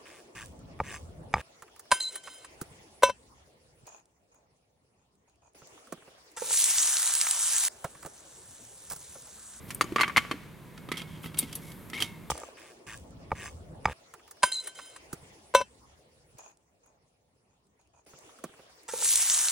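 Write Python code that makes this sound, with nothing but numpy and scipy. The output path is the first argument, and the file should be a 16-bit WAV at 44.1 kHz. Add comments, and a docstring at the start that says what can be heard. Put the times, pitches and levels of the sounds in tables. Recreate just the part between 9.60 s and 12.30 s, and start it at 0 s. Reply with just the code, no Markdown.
"""Sharp metal knocks come first, close by: a screwdriver chatters on a disc brake's iron caliper (its clamp).
Then the blade bites behind a brake pad, slipping and scraping along it, and the pad's spring clips
snap brightly. Each hit is a crack, a burst of fading noise and a few ringing notes. Loose parts settle
with dull thuds, fingers hiss softly on the tool, and a low outdoor rumble and faint hum lie underneath."""
import sys
import numpy as np
from scipy import signal
from scipy.fft import rfft, irfft, next_fast_len
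from scipy.io import wavfile

SR = 44100
rng = np.random.default_rng(int(sys.argv[2]) if len(sys.argv) > 2 else 0)


def master(y):
    """Save y as 16-bit WAV."""
    cut = np.clip(np.atleast_2d(y).T, -1, 1)
    pcm = np.round(cut * 32767)  # scale
    wavfile.write(sys.argv[1], SR, pcm.astype(np.int16))


N = 119070
T = np.arange(N) / SR
RING_COUNT = 32768  # samples given to one hit or scrape
RING_T = np.arange(RING_COUNT) / SR
BUILD_S = .0004  # how fast ringing builds up
RATTLE_WANDER, PRESSURE_WANDER = .008, .014  # pitch wobble, as a fraction of the pitch

# Tone of the brake pad's many crowded notes: pitch_hz, level_db
PAD_SPECTRUM = [(50, -3), (250, 9.5), (520, -4), (900, -3.5), (1300, -2), (2100, -1.5), (3300, 5),
                (4100, -2), (5200, -4.5), (5900, -5.5), (7000, -7.5), (11000, -5), (13000, -12.5),
                (16000, -19)]


def caliper_knocks():
    """The blade bounces on the iron: glancing blows ring the tool's shaft, square ones make it clang."""
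    # Blows on the caliper: start_s, level_db, treble_db, bass_db, shaft_db, clang_db
    knocks = [(0.1054, -25, 8, -16, -30, -24), (0.2107, -12.5, 1.5, 8.5, 2, -7),
              (0.2150, -30, 14.5, 15, 10.5, -18), (0.2411, -42.5, 13, 33, 9, -17),
              (0.3217, -36, 1, 26, -23, -25), (0.3610, -13.5, -6, 7.5, 0, -13),
              (0.384, -15, -18, -7, -6, -16), (0.393, -14, -15, -3, -5, -14), (0.4004, -21.5, -1, 11, 2, 2),
              (0.41, -10, -3.5, -3, -3, -8), (0.4147, -21, 10.5, 1, -13, 7.5),
              (0.4334, -7.5, -19, -20, -19, -16), (0.4426, -20.5, -10, -4, -32, 2.5),
              (0.4789, -23.5, -1.5, 7, -0.5, -8), (0.497, -21, -23, -6, -7.5, -9),
              (0.563, -11, -14, -10, -19, 1), (0.5701, -8, 0, -0.5, -8.5, -2),
              (0.5734, -19.5, -15, 9, -2, -8), (0.5780, -8, -5, -16, -24, -1),
              (0.65, -28, -35, 7.5, -12.5, -20), (0.7125, -17, -4, 7.5, -7.5, 1)]
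    # Tone of the caliper's many crowded notes: pitch_hz, level_db
    iron_spectrum = [(40, -50), (110, -14), (280, -4), (560, -8.5), (850, -6), (1150, -2), (2300, -0.5),
                     (3150, -6), (3800, -8.5), (5200, -13), (11000, -18), (16000, -28)]
    # The caliper's clear notes: pitch_hz, level_db, fade_s
    iron_notes = [(231, -33.5, 0.17), (337, -26.5, 0.035), (1140, -36, 0.39), (1390, -23.5, 0.098),
                  (1820, -21, 0.062), (2239, -22.5, 0.11), (2210, -44.5, 0.77), (3040, -44.5, 0.58),
                  (6700, -48, 0.2), (9120, -23.5, 0.04)]
    # Notes of the bending shaft, damped by the hand: pitch_hz, level_db, fade_s
    shaft_notes = [(1066, -7, 0.023), (1166, -1.5, 0.046), (4635, -20.5, 0.04), (6670, -19, 0.013),
                   (6710, -21.5, 0.036), (10370, -30, 0.036)]
    # Notes of the iron hit squarely: pitch_hz, level_db, fade_s
    clang_notes = [(2060, 1, .013), (2105, -13, .06), (3140, -17, .05), (4190, -24, .04), (4290, -21, .05)]
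    out = np.zeros((2, N))
    for start_s, level_db, treble_db, bass_db, shaft_db, clang_db in knocks:
        hit = impact(level_db, crack_db=13, body_db=-10.5, body_s=.058, tail_db=-38, tail_s=1)
        hit = colour(hit, iron_spectrum, treble_db, bass_db)
        shaft = from_db(shaft_db) * ringing(shaft_notes, treble_db, vary_db=.5, wander=RATTLE_WANDER)
        clang = from_db(clang_db) * ringing(clang_notes, treble_db, vary_db=3, wander=RATTLE_WANDER)
        iron = ringing(iron_notes, treble_db, wander=RATTLE_WANDER)
        add(out, from_db(level_db) * (hit + shaft + clang + iron), start_s)
    return out * pan(.4)


def pad_slips(lift_s=2.444, lift_db=-50):
    """The tip catches and lets go on the pad's metal plate, whose note depends on where it is held."""
    # Slips of the tip: start_s, level_db, treble_db, bass_db, plate_hz, plate_db
    slips = [(1.1774, -28.5, -8, -9, 1420, -22), (1.2882, -24, -15, 3.5, 1248, -12.5),
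             (1.3171, -14.5, -9.5, 1.5, 2014, -13), (1.3222, -19.5, -5, -12, 2193, -12.5),
             (1.371, -26.5, 2, -11, 3200, -6.5), (1.3777, -29.5, 7.5, -13, 3230, -11),
             (1.4180, -23.5, -10.5, -5, 3250, -19.5), (1.6420, -23.5, -28, -2, 2110, -21),
             (1.659, -27.5, -8, 8, 2020, -14), (1.7440, -30, -3.5, 2, 2250, -29),
             (1.79, -27, 15, -20, 3750, -9), (1.827, -28, -3, 5, 2190, -18),
             (1.9280, -28.5, 7, -23, 2760, -27), (1.9537, -36, 15, -6, 5820, -9),
             (2.1180, -37.5, 6.5, 0, 2150, -19), (2.2995, -36.5, 7.5, 2, 2060, -12),
             (2.3327, -21.5, -12.5, -4, 1966, -11), (2.4030, -23, 2, 1, 3230, -4.5),
             (2.4229, -14, 4, -12, 3150, -9), (2.4291, -21.5, -7, 1.5, 6000, -15),
             (2.444, -29.5, -3, 7, 3170, -18)]
    # The pad's clear notes: pitch_hz, level_db, fade_s
    pad_notes = [(1295, -25, 0.096), (2190, -33, 0.38), (2910, -23, 0.036), (4620, -25.5, 0.079),
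                 (5600, -24, 0.03), (8700, -15.5, 0.012), (10400, -31, 0.022)]
    # Longer notes of the pad ringing free once the blade lifts: pitch_hz, level_db, fade_s
    free_notes = [(930, -4.5, 0.57), (2060, -7, 0.45), (2130, -1.5, 0.77), (2697, -9, 0.76),
                  (3700, -3, .35)]
    out = np.zeros((2, N))
    for start_s, level_db, treble_db, bass_db, plate_hz, plate_db in slips:
        hit = impact(level_db, crack_db=10.5, body_db=-8.5, body_s=.029, tail_db=-33, tail_s=.36)
        hit = colour(hit, PAD_SPECTRUM, treble_db, bass_db)
        plate = ringing([(plate_hz, plate_db, .057)], vary_db=0, wander=PRESSURE_WANDER)
        pad = ringing(pad_notes, treble_db, wander=RATTLE_WANDER)
        add(out, from_db(level_db) * (hit + plate + pad), start_s)
    add(out, from_db(lift_db) * ringing(free_notes, vary_db=0), lift_s)
    return out * pan(-2.5)


def clip_snaps():
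    """Thin spring steel flicks over with a tick and a very high buzz, pitched by where it is held."""
    # Snaps of the clips: start_s, level_db, fade_s, buzz_hz, buzz_db
    snaps = [(0.1470, -17.5, 0.018, 8500, -27), (1.7848, -21, 0.02, 9400, -8),
             (1.7882, -11, 0.025, 9000, -8), (1.7900, -8.5, 0.014, 8900, -7),
             (1.7944, -16, 0.068, 10000, -6), (1.9530, -28.5, 0.1, 11350, 1.5)]
    # Tone of a clip's tick: pitch_hz, level_db
    clip_spectrum = [(200, -72), (2000, -33), (6300, -23), (8400, -1), (10300, -7), (11600, -6.5),
                     (14300, 0), (15300, -22)]
    # A clip's clear notes: pitch_hz, level_db, fade_s
    clip_notes = [(8204, -36, 0.068), (8260, -29, .045), (10180, -17, 0.031), (13800, -29, 0.04),
                  (14200, -32, 0.04)]
    out = np.zeros((2, N))
    for start_s, level_db, fade_s, buzz_hz, buzz_db in snaps:
        tick = impact(level_db, crack_db=14, body_db=-12, body_s=fade_s, tail_db=-38, tail_s=.2)
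        tick = colour(tick, clip_spectrum)
        t = unsteady_time(wander=.03, rate_hz=600)
        buzz = from_db(buzz_db) * np.sin(2 * np.pi * buzz_hz * t) * fade(fade_s / 2)
        add(out, from_db(level_db) * (tick + buzz + ringing(clip_notes)), start_s)
    return out * pan(2)


def blade_scrapes(catches_per_s=3000, attack_s=.0028, release_s=.019):
    """Tiny catches on rusty steel shake the pad; two of its notes waver as the pressure changes."""
    # Strokes of the blade: start_s, length_s, level_db, treble_db, ring_db, bite_db
    strokes = [(0.079, 0.042, -57.5, 7.5, -20, -11), (1.334, 0.028, -44.5, -10, 15.5, -12),
               (1.373, 0.034, -42.5, -3.5, 5, 2), (1.471, 0.11, -55, -6.5, 2, 0.5),
               (1.63, 0.041, -50.5, 0.5, -13, 5), (1.77, 0.06, -43, 0.5, 4.5, -12),
               (1.869, 0.11, -53.5, 0, -13, 2), (2.016, 0.089, -63, 13.5, 15, -10),
               (2.335, 0.082, -40.5, -4.5, 13, -1), (2.402, 0.03, -38, 2.5, -10, -12),]
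    out = np.zeros((2, N))
    for start_s, length_s, level_db, treble_db, ring_db, bite_db in strokes:
        catches = rng.random(RING_COUNT) < catches_per_s / SR
        strength = from_db(1.5 * np.minimum(rng.exponential(1, RING_COUNT), 4))
        grit = rms_one(catches * strength * stereo_noise(RING_COUNT, side_db=-13.5))
        grit *= np.minimum(RING_T / attack_s, 1) * np.exp(-np.maximum(RING_T - length_s, 0) / release_s)
        ring = from_db(ring_db) * ringing([(2170, -29, .04)], vary_db=3)
        bite = from_db(bite_db) * ringing([(3230, -24, .02)], vary_db=0)
        notes = signal.fftconvolve(grit, ring + bite, axes=1)  # every catch sets off both notes
        t = unsteady_time(PRESSURE_WANDER, rate_hz=60)
        wavering = np.array([np.interp(t, RING_T, side[:RING_COUNT]) for side in notes])
        add(out, from_db(level_db) * (colour(grit, PAD_SPECTRUM, treble_db) + wavering), start_s)
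    return out * pan(-.1)


def settling_thuds(push_s=.00087):
    """The caliper and pad shift in their guides and settle, dully and with no steady pitch."""
    # Loose parts settling: start_s, level_db, pitch_hz, fade_s
    thuds = [(0.2127, -34, 248, 0.03), (0.3208, -28, 322, 0.057), (0.572, -27, 102, 0.061),
             (0.714, -37, 443, 0.11), (0.7400, -31, 283.5, 0.07), (1.83, -29, 255, 0.079)]
    out = np.zeros((2, N))
    for start_s, level_db, pitch_hz, fade_s in thuds:
        swing = np.sin(2 * np.pi * pitch_hz * unsteady_time(wander=.15, rate_hz=120))
        add(out, from_db(level_db) * swing * fade(fade_s) * (1 - np.exp(-RING_T / push_s)), start_s)
    return out


def finger_rubs():
    """Skin slides on the shaft and handle with a soft, high hiss."""
    # Slides of the fingers: start_s, length_s, level_db
    rubs = [(0.0, 0.2, -59), (1.616, 0.065, -52.5), (1.908, 0.45, -60.5)]
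    # Tone of sliding skin: pitch_hz, level_db
    skin_spectrum = [(1000, -22), (6000, -10), (9000, -1), (12000, 5), (14500, 0.5), (16000, -12)]
    level = np.zeros(N)
    for start_s, length_s, level_db in rubs:
        progress = np.clip((T - start_s) / length_s, 0, 1)
        level += from_db(level_db) * np.sqrt(np.abs(np.sin(np.pi * progress)))
    return level * colour(stereo_noise(N, side_db=-16.5), skin_spectrum)


def outdoors(hum_hz=159.4, waver_hz=4, waver_db=2.5, rumble_top_hz=230):
    """A distant rumble and a wavering hum sit a little to the right, under a faint, wide hiss."""
    # Tone of the outdoor noise: pitch_hz, level_db
    air_spectrum = [(15, -69), (25, -12), (161, -1), (263, -7.5), (427, -12.5), (818, -22), (962, -16.5),
                    (1370, -23), (2110, -22.5), (2910, -29.5), (3430, -29), (5430, -37.5), (11900, -33.5),
                    (16000, -38)]
    # Loudness of the outdoor noise: time_s, level_db
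    air_levels = [(0, -47), (.4, -45.5), (.9, -49.5), (1.5, -47), (2.1, -47), (2.7, -48)]
    # Loudness of the hum: time_s, level_db
    hum_levels = [(0, -68), (1.1, -63.5), (1.55, -44), (1.9, -51.5), (2.2, -56.5), (2.7, -50.5)]
    air = colour(stereo_noise(N, side_db=-8.5), air_spectrum)
    air *= from_db(np.interp(T, *np.transpose(air_levels)))
    rumble = keep_lows(air, rumble_top_hz, order=1)
    level_drift, phase_drift = rms_one(keep_lows(rng.standard_normal((2, N + SR)), waver_hz)[:, SR:])
    hum_db = np.interp(T, *np.transpose(hum_levels)) + waver_db * level_drift
    hum = from_db(hum_db) * np.sin(2 * np.pi * hum_hz * T + .5 * phase_drift)
    return (rumble + hum) * pan(-3) + (air - rumble) * pan(.5)


def impact(force_db, crack_db, body_db, body_s, tail_db, tail_s):
    """One blow: a crack, the part's noisy ring behind it, and a faint echo from the wheel well."""
    body = from_db(body_db) * fade(body_s) * stereo_noise(RING_COUNT, side_db=-6.5)
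    tail = from_db(tail_db) * fade(tail_s) * stereo_noise(RING_COUNT, side_db=-7)
    contact_s = .00002 * from_db(-.6 * force_db)  # a lighter touch lasts longer, so it sounds duller
    crack = np.exp(-RING_T / contact_s)
    return (body + tail) * (1 - np.exp(-RING_T / BUILD_S)) + from_db(crack_db) * crack / crack.sum()


def ringing(notes, treble_db=0, vary_db=2, spread_db=5.5, wander=0):
    """One blow sets off a part's notes, each with its own strength and left-right position."""
    t = unsteady_time(wander, rate_hz=150)
    out = np.zeros((2, RING_COUNT))
    for pitch_hz, level_db, fade_s in notes:
        strength = from_db(level_db + tone_db(pitch_hz, treble_db, 0) + vary_db * rng.normal())
        sign = rng.choice([-1, 1])
        position = pan(spread_db * rng.normal())
        out += strength * sign * position * np.sin(2 * np.pi * pitch_hz * t) * fade(fade_s)
    return out * (1 - np.exp(-t / BUILD_S))


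def unsteady_time(wander, rate_hz):
    """A clock that runs fast and slow, as changing pressure pulls a ringing part's pitch about."""
    drift = keep_lows(rng.standard_normal(RING_COUNT + 2048), rate_hz)[2048:]
    return np.cumsum(1 + wander * rms_one(drift)) / SR


def colour(x, spectrum, treble_db=0, bass_db=0):
    """Give a sound the tone in a spectrum table, then turn its treble and bass up or down."""
    size = 2 * next_fast_len(x.shape[-1] // 2 + 2048)
    hz = np.maximum(np.arange(size // 2 + 1) * SR / size, 1)
    pitch_hz, level_db = np.transpose(spectrum)
    gain = rms_one(from_db(np.interp(np.log(hz), np.log(pitch_hz), level_db)))
    gain *= from_db(tone_db(hz, treble_db, bass_db))
    # These steps make the filter ring only after a hit, never before it.
    cepstrum = irfft(np.log(gain))
    cepstrum[1:size // 2] *= 2
    cepstrum[size // 2 + 1:] = 0
    return irfft(rfft(x, size) * np.exp(rfft(cepstrum)))[..., :x.shape[-1]]


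def tone_db(hz, treble_db, bass_db, treble_hz=4140, bass_hz=620):
    """A hard contact lifts the treble, a heavy one the bass."""
    return treble_db / (1 + (treble_hz / hz) ** 4) + bass_db / (1 + (hz / bass_hz) ** 4)


def fade(fade_s):
    """A level that falls by 60 dB in fade_s seconds."""
    return from_db(-60 * RING_T / fade_s)


def keep_lows(x, top_hz, order=2):
    """Soften everything above top_hz."""
    return signal.sosfilt(signal.butter(order, top_hz, fs=SR, output="sos"), x)


def stereo_noise(size, side_db):
    """White noise, mostly alike in both ears."""
    mid, side = rng.standard_normal((2, size))
    return mid + from_db(side_db) * side * np.array([[1], [-1]])


def pan(left_db):
    """Gains that make the left side left_db louder than the right."""
    return from_db(np.array([[left_db], [-left_db]]) / 2)


def add(out, x, start_s):
    """Mix x in at start_s."""
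    i = int(start_s * SR)
    out[:, i:i + x.shape[-1]] += x[..., :N - i]


def from_db(db):
    """Turn decibels into a multiplier."""
    return 10 ** (np.asarray(db) / 20)


def rms_one(x):
    """Scale to an average power of 1."""
    return x / np.sqrt(np.mean(x ** 2) + 1e-20)


def scene():
    """The work at the brake over the outdoor background."""
    brake = caliper_knocks() + settling_thuds() + pad_slips() + clip_snaps() + blade_scrapes()
    return brake + finger_rubs() + outdoors()


def record(dry, low_cut_hz=33, high_cut_hz=16000):
    """The microphone thins the deepest rumble; the highest treble is cut steeply."""
    thinned = signal.sosfilt(signal.butter(2, low_cut_hz, "high", fs=SR, output="sos"), dry)
    return signal.sosfilt(signal.ellip(10, .2, 80, high_cut_hz, fs=SR, output="sos"), thinned)


dry = scene()
out = record(dry)
master(out)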